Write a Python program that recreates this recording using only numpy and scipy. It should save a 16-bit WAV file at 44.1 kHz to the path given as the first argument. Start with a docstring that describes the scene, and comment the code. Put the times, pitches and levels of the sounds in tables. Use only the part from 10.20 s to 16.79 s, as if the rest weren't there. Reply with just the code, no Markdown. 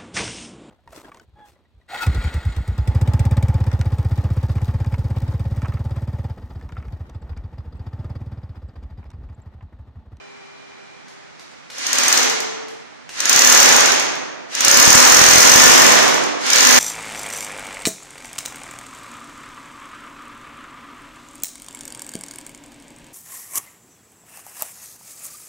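"""In a bare, echoing room, a hammer drill bites into a masonry wall in four bursts, the last cut off at speed.
Each trigger pull spins up a ratchet, one blow per slipping tooth: single blows speed up to a rattle, then
slow as the motor coasts. Steel modes ring near 6 kHz, pushes and grit knock the wall, noise is the fan and
gear roar; light ticks, far wash and faint tones surround it. The loudest blows overload the microphones."""
import sys
import numpy as np
from scipy import signal
from scipy.fft import rfft, irfft, next_fast_len
from scipy.io import wavfile
from scipy.ndimage import map_coordinates

SR = 44100
rng = np.random.default_rng(int(sys.argv[2]) if len(sys.argv) > 2 else 0)


def master_out(mix):
    """Clip the mix to full scale and print it as 16-bit PCM to the path in sys.argv[1]."""
    frames = np.transpose(np.atleast_2d(mix))
    ceiling = np.clip(frames, -1, 1)
    pcm = np.round(ceiling * 32767).astype(np.int16)
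    wavfile.write(sys.argv[1], SR, pcm)


N = 290619

# Ringing modes of bit and chuck. Each row: frequency in Hz, relative level in dB, t60 in seconds.
STEEL_MODES = [(4500, 1, 0.0055), (5533, 4.5, 0.011), (6460, 9, 0.0084), (6524, 7, 0.011),
               (7020, -8.5, 0.018), (7540, 5.5, 0.0035), (8890, 3, 0.0059), (13450, -9.5, 0.024),
               (14700, -37, .012)]
# Colours of the layers, from crushed grit to far wash. Each row: frequency in Hz, relative level in dB per Hz.
CRACK_COLOUR = [(500, -58), (4000, -5.5), (6000, 4.5), (8500, -24.5), (11000, -7.5), (15000, -23)]
WALL_COLOUR = [(60, -37), (130, -18.5), (220, -9), (500, -1.5), (1100, 5), (1900, 3), (2800, -2.5),
               (4500, -6.5), (6500, -0.5), (8000, -8), (10500, -14.5), (15000, -9.5)]
THUMP_COLOUR = [(20, -12), (60, 1), (130, 2.5), (350, -2), (700, -21), (2000, -68)]
REBOUND_COLOUR = [(400, -24), (1500, 1), (3500, -9), (6400, 2), (8500, 1.5), (15000, -39)]
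ROAR_COLOUR = [(40, -21.5), (130, -31), (230, -11.5), (500, -7.5), (1000, -1), (1900, 4.5), (2800, 0.5),
               (4200, 0), (6500, 1.5), (8000, -11), (10500, -17), (15000, -39)]
TICK_COLOUR = [(200, -16), (1500, -5.0), (6500, -5.5), (11000, -21.5), (15000, -33)]
WASH_COLOUR = [(30, -46), (60, -20), (100, -19.5), (190, -15), (400, -14), (780, -9.5), (1400, -8),
               (2300, -9.5), (2700, -15), (4500, -18), (6200, -19.5), (9000, -33.5), (11000, -45),
               (15000, -70)]
# Tone of the ring sent into the room. Each row: frequency in Hz, gain in dB.
RING_ROOM_TONE = [(3000, 7.5), (6500, 2), (8000, -3), (10000, -11), (15000, -28)]
# Standing waves between the walls. Each row: frequency in Hz, width in Hz, gain in dB.
STANDING_WAVES = [(198.1, 3.1, -6.5), (236, 2.6, 2), (302.5, 3.1, -4), (383, 2.9, -6), (491.3, 2.35, 8),
                  (573, 8.6, 2.5), (720, 3.1, -9), (806, 2.4, 2.5), (1014, 3.4, -7), (1550, 2.5, -35),
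                  (1570, 7.1, -2), (1762, 5.6, 13)]
# Ratchet speed of each pull: spin-up and sometimes early slowing, until the drag rule takes over.
# Each row: time in seconds, teeth a second.
PULL_SPEEDS = [
    [(1.5, 5.53), (1.739, 17.78), (1.904, 22.77), (2.057, 15.49)],
    [(2.893, 1.89), (3.102, 28.61), (3.295, 40.32), (3.395, 37.72), (3.628, 19.55), (3.768, 12.48)],
    [(4.27, 3.17), (4.475, 30.78), (4.64, 38.67), (4.899, 42.47), (5.21, 42.17), (5.382, 50.4),
     (5.597, 49.85)],
    [(6.16, 4.4), (6.331, 36.04), (6.57, 60.62)],
]
# When the first tooth slips. Each entry, one per pull: time in seconds.
FIRST_BLOW_TIMES = [1.583, 3.004, 4.351, 6.2145]
# How hard each pull is pressed. Each row: blow in dB, blow lost as the hand lets go in dB, knock in dB,
# thump in dB, roar in dB.
PULL_LEVELS = [(-8.5, 2, 4.5, -10, -6.5), (-3.5, 14, 3, -16, -6), (-2.5, 12, 3, 1, -4.5),
               (-8.5, 3, 4.5, -6, -6)]
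# Moments when the low thump swells, or once dips. Each row: time in seconds, change in thump in dB.
THUMP_SURGES = [(3.165, 20), (3.5, 6), (3.565, 3), (4.68, 26), (4.745, 12), (5.004, 19.5), (5.152, 10.5),
                (5.42, -6)]
# The bit ticks on the wall as the drill is set or jerks into motion. Each row: start in seconds, strength in dB.
TICK_EVENTS = [(0.882, -37), (1.195, -34), (1.313, -43), (1.501, -26.5), (2.483, -31), (2.892, -26)]
# Decay of the bare room. Each row: frequency in Hz, t60 in seconds.
ROOM_DECAY = [(100, 1.1), (300, 2.06), (1000, 1.41), (2500, 1.186), (6000, 0.86), (9000, 0.66),
              (15000, 0.14)]
# Stereo width of diffuse sound. Each row: frequency in Hz, side over mid in dB.
STEREO_WIDTH = [(50, 2), (130, 16.5), (250, 14.5), (500, 7.5), (900, 4), (1500, -3), (2400, 1),
                (15000, 0.5)]
# Stereo lean of diffuse sound. Each row: frequency in Hz, left over right in dB.
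STEREO_LEAN = [(60, -2), (200, -3), (600, -4), (1300, -2), (4400, -2.5), (8300, 4.5), (13000, -0.5)]
# Faint tones in the room. Each row: start in seconds, end in seconds, frequency in Hz, level at the start
# in dB, fall in dB a second.
FAINT_TONES = [(-.1, 1.3, 399, -52.5, 7), (-.1, 1.15, 806, -56, 4), (-.1, 0.85, 2390, -52, 3),
               (-.1, 0.812, 3020, -59, 10), (-.1, .8, 4020, -61.5, 3), (2.017, 2.6, 440, -32.5, 20)]

FULL_SPEED = 40  # working speed at which levels are given, teeth a second
COAST_S, FRICTION_TEETH_PER_S = 0.418, 14.85  # drag time constant; speed at which friction equals drag
BLOW_DB, BLOW_DB_PER_OCTAVE, UNEVEN_DB = 5.5, 5, 2.5  # faster teeth hit harder; scatter from blow to blow
SEAT_DB, SEAT_S = 19, 0.115  # the first blows are weaker until the bit is seated
LET_GO_S = 0.12  # time in which the hand eases off
KNOCK_DB_PER_OCTAVE = 2.5  # the wall's share of each blow grows with speed
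BITE_DB, BITE_S = 12, 0.15  # the wall knocks less until the bit has bitten in
SLACK_KNOCK_SHARE = 0.43  # share of the blow's lost dB that the knock is given back as the hand lets go
THUMP_BITE_DB, THUMP_BITE_S = 20, 0.18  # deep thumps need a deeper hole and come later
SURGE_S = 0.017  # how long a thump surge takes to rise, and again to fall
ROAR_DB_PER_OCTAVE, ROAR_SWELL_S = 7, 0.054  # roar grows with speed and swells at switch-on
COAST_DROP_DB = 8  # the roar sinks as the drag rule takes over
TOP_HZ = 15600  # band limit


def amp(db):
    """Decibels to gain."""
    return 10 ** (np.asarray(db) / 20)


def unit(x):
    """Scaled to rms 1."""
    return x / np.sqrt(np.mean(x ** 2) + 1e-20)


def along(points, hz):
    """(Hz, value) points read on a log frequency axis."""
    f, v = np.transpose(points)
    return np.interp(np.log(hz + 1), np.log(f + 1), v)


def wobble(rate):
    """A smooth random curve, rate knots a second."""
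    knots = rng.standard_normal(int(N * rate / SR) + 4)
    return map_coordinates(knots, [np.arange(N) * rate / SR])


def filtered(x, response):
    """x times a response of frequency."""
    n = x.shape[-1]
    m = next_fast_len(n + SR // 2, True)
    return irfft(rfft(x, m) * response(np.fft.rfftfreq(m, 1 / SR)), m)[..., :n]


def coloured(x, spectrum):
    """x through a spectrum that leaves the power of white noise unchanged."""
    return filtered(x, lambda hz: unit(amp(along(spectrum, hz))))


def diffuse(pair):
    """Two unrelated signals as sound from all around; its bass reaches the microphones in opposite phase."""
    mid, side = filtered(pair, lambda hz: amp(np.outer([0, 1], along(STEREO_WIDTH, hz))))
    left_right = np.array([mid + side, mid - side])
    return filtered(left_right, lambda hz: amp(np.outer([.5, -.5], along(STEREO_LEAN, hz))))


def placed(times, sounds):
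    """Sum of short sounds, one row each, starting at their times."""
    at = np.round(np.abs(times) * SR).astype(int)[:, None] + np.arange(sounds.shape[1])
    return np.bincount(at.ravel(), sounds.ravel(), N)[:N]


def hammer(levels, ring_db=-12, ring_room_db=-18, crack_db=12.5, knock_db=14, grit_db=2,
           standing_db=23, crunch_db=3, rebound_db=2):
    """Blows ring the bit, knock the wall and crush its stone: (direct sound, sound sent into the room)."""
    times, force = ratchet(levels[0])
    knock, thump = amp(levels[1:])
    # each microphone sees its own side of the bit
    ring = np.array([steel(times, force), steel(times, force)])
    snaps = np.array([cracks(times, force, life=0.0007) for side in range(2)])
    crack = coloured(snaps, CRACK_COLOUR) * amp([[2], [-2.5]])

    push = placed(times, force[:, None])  # the same shape each time: a buzz at the tooth rate
    grit = np.array([cracks(times, force, life=0.0024) for side in range(2)])
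    wall = coloured(knock * (amp(knock_db) * push + amp(grit_db) * grit[0]), WALL_COLOUR)
    boom = diffuse(filtered(knock * np.array([push, grit[1]]), standing))
    crunch = diffuse(coloured(grit, WALL_COLOUR))

    # a thump reaches the two microphones unequally
    rocking = rng.standard_normal((len(times), 2)).T
    shoves = np.array([placed(times, (force * (.5 + 0.73 * tilt))[:, None]) for tilt in rocking])
    deep = coloured(thump * shoves, THUMP_COLOUR)

    # the ring that fills the room is duller
    room_ring = filtered(steel(times, force, detune=0.047), lambda hz: amp(along(RING_ROOM_TONE, hz)))
    metal = wall_echo(amp(ring_db) * ring) + amp(crack_db) * crack + amp(rebound_db) * rebounds(times, force)
    stone = deep + amp(crunch_db) * crunch
    return metal + stone + amp(standing_db) * boom, wall + amp(ring_room_db) * room_ring


def ratchet(blow_db):
    """Time and force of the blows: one for each tooth that slips past."""
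    hits = []
    for points, first in zip(PULL_SPEEDS, FIRST_BLOW_TIMES):
        teeth = np.cumsum(spin(points)) / SR
        slips = np.arange(teeth[round(first * SR)], teeth[-1])
        hits.append(np.searchsorted(teeth, slips))
    at = np.concatenate(hits)
    return at / SR, amp(blow_db[at] + UNEVEN_DB * rng.standard_normal(len(at)))


def spin(points):
    """Speed in one pull: along its given curve, then braked by drag and friction."""
    t = np.arange(N) / SR
    s, speed = np.transpose(points)
    given = np.interp(t, s, speed, left=0)
    drag = np.exp(-np.maximum(t - s[-1], 0) / COAST_S)
    return np.maximum((given + FRICTION_TEETH_PER_S) * drag - FRICTION_TEETH_PER_S, 0)


def effort():
    """Blow, knock, thump and roar curves in dB, from the speed, the hand's pressure and the thump surges."""
    t = np.arange(N) / SR
    on, off = np.transpose([(points[0][0], points[-1][0]) for points in PULL_SPEEDS])
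    pull = np.maximum(np.searchsorted(on, t) - 1, 0)
    blow, slack, knock, thump, roar = np.array(PULL_LEVELS)[pull].T
    speed = np.max([spin(points) for points in PULL_SPEEDS], axis=0)
    octaves = np.log2(speed / FULL_SPEED + 1e-3)
    age = np.maximum(t - on[pull], 0)
    let_go = .5 + .5 * np.tanh((t - off[pull]) / LET_GO_S)
    unseated = np.exp(-(age / SEAT_S) ** 2)
    surges = sum(db * np.exp(-((t - s) / SURGE_S) ** 2) for s, db in THUMP_SURGES)
    swell = 20 * np.log10(1 - np.exp(-age / ROAR_SWELL_S) + 1e-6)
    into_wall = KNOCK_DB_PER_OCTAVE * octaves
    knock_bite = BITE_DB * np.exp(-age / BITE_S)
    thump_bite = THUMP_BITE_DB * np.exp(-age / THUMP_BITE_S)
    return (BLOW_DB + blow + BLOW_DB_PER_OCTAVE * octaves - SEAT_DB * unseated - slack * let_go,
            knock + into_wall - knock_bite + SLACK_KNOCK_SHARE * slack * let_go,
            thump + into_wall - thump_bite + surges,
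            roar + ROAR_DB_PER_OCTAVE * octaves + swell - COAST_DROP_DB * let_go)


def steel(times, force, scatter_db=1.5, detune=0.035):
    """Each blow rings the bit's modes at new strengths and pitches, as the bit turns in its hole."""
    hz, db, t60 = np.transpose(STEEL_MODES)[:, :, None]
    t = np.arange(SR // 40) / SR
    size, pitch, phase = rng.standard_normal((len(times), 3, len(STEEL_MODES), 1)).swapaxes(0, 1)
    decay = np.exp(-np.log(1000) * t / t60)
    tone = np.sin(2 * np.pi * (hz * (1 + detune * pitch) * t + phase))
    modes = amp(db + scatter_db * size) * decay * tone
    ring = modes.sum(1) * (1 - np.exp(-t / 0.000054))  # a very short attack, in seconds
    return placed(times, force[:, None] * ring / ring.std(1, keepdims=True))


def cracks(times, force, life):
    """A short noise burst of crushed grit at each contact, dying with time constant life in seconds."""
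    t = np.arange(SR // 40) / SR
    burst = rng.standard_normal((len(times), len(t))) * np.exp(-t / life)
    return placed(times, force[:, None] * burst / np.linalg.norm(burst, axis=1, keepdims=True))


def rebounds(times, force, scatter_db=4):
    """Between blows the bit skips in its hole, at uneven moments and strengths."""
    chance = rng.standard_normal((len(times), 2))
    late = np.clip(.014 + .004 * chance[:, 0], .005, .024)  # seconds after the blow
    strength = force * amp(scatter_db * chance[:, 1])
    skips = np.array([cracks(times + late, strength, life=0.0014) for side in range(2)])
    return coloured(skips, REBOUND_COLOUR)


def wall_echo(x, delay=0.0025, echo_db=-4):
    """The wall beside the bit throws each blow back about delay seconds later, a little apart on each side."""
    late = delay * rng.uniform(.85, 1.15, (2, 1))
    return filtered(x, lambda hz: 1 + amp(echo_db) * np.exp(-2j * np.pi * hz * late))


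def standing(hz):
    """Response of the room's strongest standing waves, a sum of resonances."""
    return sum(amp(db) * 1j * hz * width / (centre ** 2 - hz ** 2 + 1j * hz * width)
               for centre, width, db in STANDING_WAVES)


def motor(roar_db, level_db=-8.0, flutter_db=-1.0, near_db=-9):
    """Fan, brushes and gears roar as noise with the motor: (direct sound, sound sent into the room)."""
    level = amp(level_db + roar_db + flutter_db * wobble(40))
    roar = level * coloured(rng.standard_normal((3, N)), ROAR_COLOUR)
    return amp(near_db) * diffuse(roar[1:]), roar[0]


def ticks(near_db=16, room_db=19):
    """Light touches of the bit on the wall, as noise bursts: (direct sound, sound sent into the room)."""
    times, db = np.transpose(TICK_EVENTS)
    touch = coloured(cracks(times, amp(db), life=0.007), TICK_COLOUR)
    return amp(near_db) * touch, amp(room_db) * touch


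def room(x, build=0.0041):
    """Bare walls: a long stereo noise tail, built up within milliseconds, whose treble dies first."""
    hz, t, z = signal.stft(rng.standard_normal((2, 2 * SR)), SR, nperseg=256)
    t60 = along(ROOM_DECAY, hz)[:, None]
    decay = np.exp(-np.log(1000) * t / t60) * (1 - np.exp(-t / build))
    tail = signal.istft(z * decay / np.sqrt(t60), SR, nperseg=256)[1]
    return signal.fftconvolve(x[None], diffuse(tail / np.linalg.norm(tail[0])), axes=1)[:, :N]


def background(level_db=-48, fade=0.1):
    """A steady wash of far noise with a few faint, fading sine tones that come and go."""
    t = np.arange(N) / SR
    level = amp(level_db + 0.067 * wobble(2.5))
    wash = level * coloured(rng.standard_normal((2, N)), WASH_COLOUR)
    for start, end, hz, db, fall in FAINT_TONES:
        gate = np.clip(np.minimum(t - start, end - t) / fade + .5, 0, 1)
        drift = hz / 1500 * np.array([wobble(14), wobble(14)])  # phase in radians
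        strength = amp(db - fall * np.maximum(t - start, 0)) * gate
        wash = wash + strength * np.sin(2 * np.pi * hz * t + drift)
    return diffuse(wash)


def scene():
    """One effort drives hammer and motor; all the drill's sounds share one room."""
    *blows, roar = effort()
    direct, sent = zip(hammer(blows), motor(roar), ticks())
    return sum(direct) + room(sum(sent)) + background()


def gain_control(x, threshold_db=-9.5, squeeze=0.69, memory=0.01):
    """Loud passages are turned down; as they end the gain recovers and draws out the echo."""
    keep = np.exp(-1 / (memory * SR))
    smoothed = signal.lfilter([1 - keep], [1, -keep], np.mean(x ** 2, axis=0))
    power = smoothed / amp(threshold_db) ** 2
    return x / np.sqrt(np.hypot(1, power)) ** squeeze


def record(dry, hardness=8):
    """Gain control, then peaks flatten at full scale; almost nothing is kept above the band limit."""
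    held = gain_control(dry)
    clipped = held / (1 + np.abs(held) ** hardness) ** (1 / hardness)
    return filtered(clipped, lambda hz: 1 / (1 + (hz / TOP_HZ) ** 200))


dry = scene()
out = record(dry)
master_out(out)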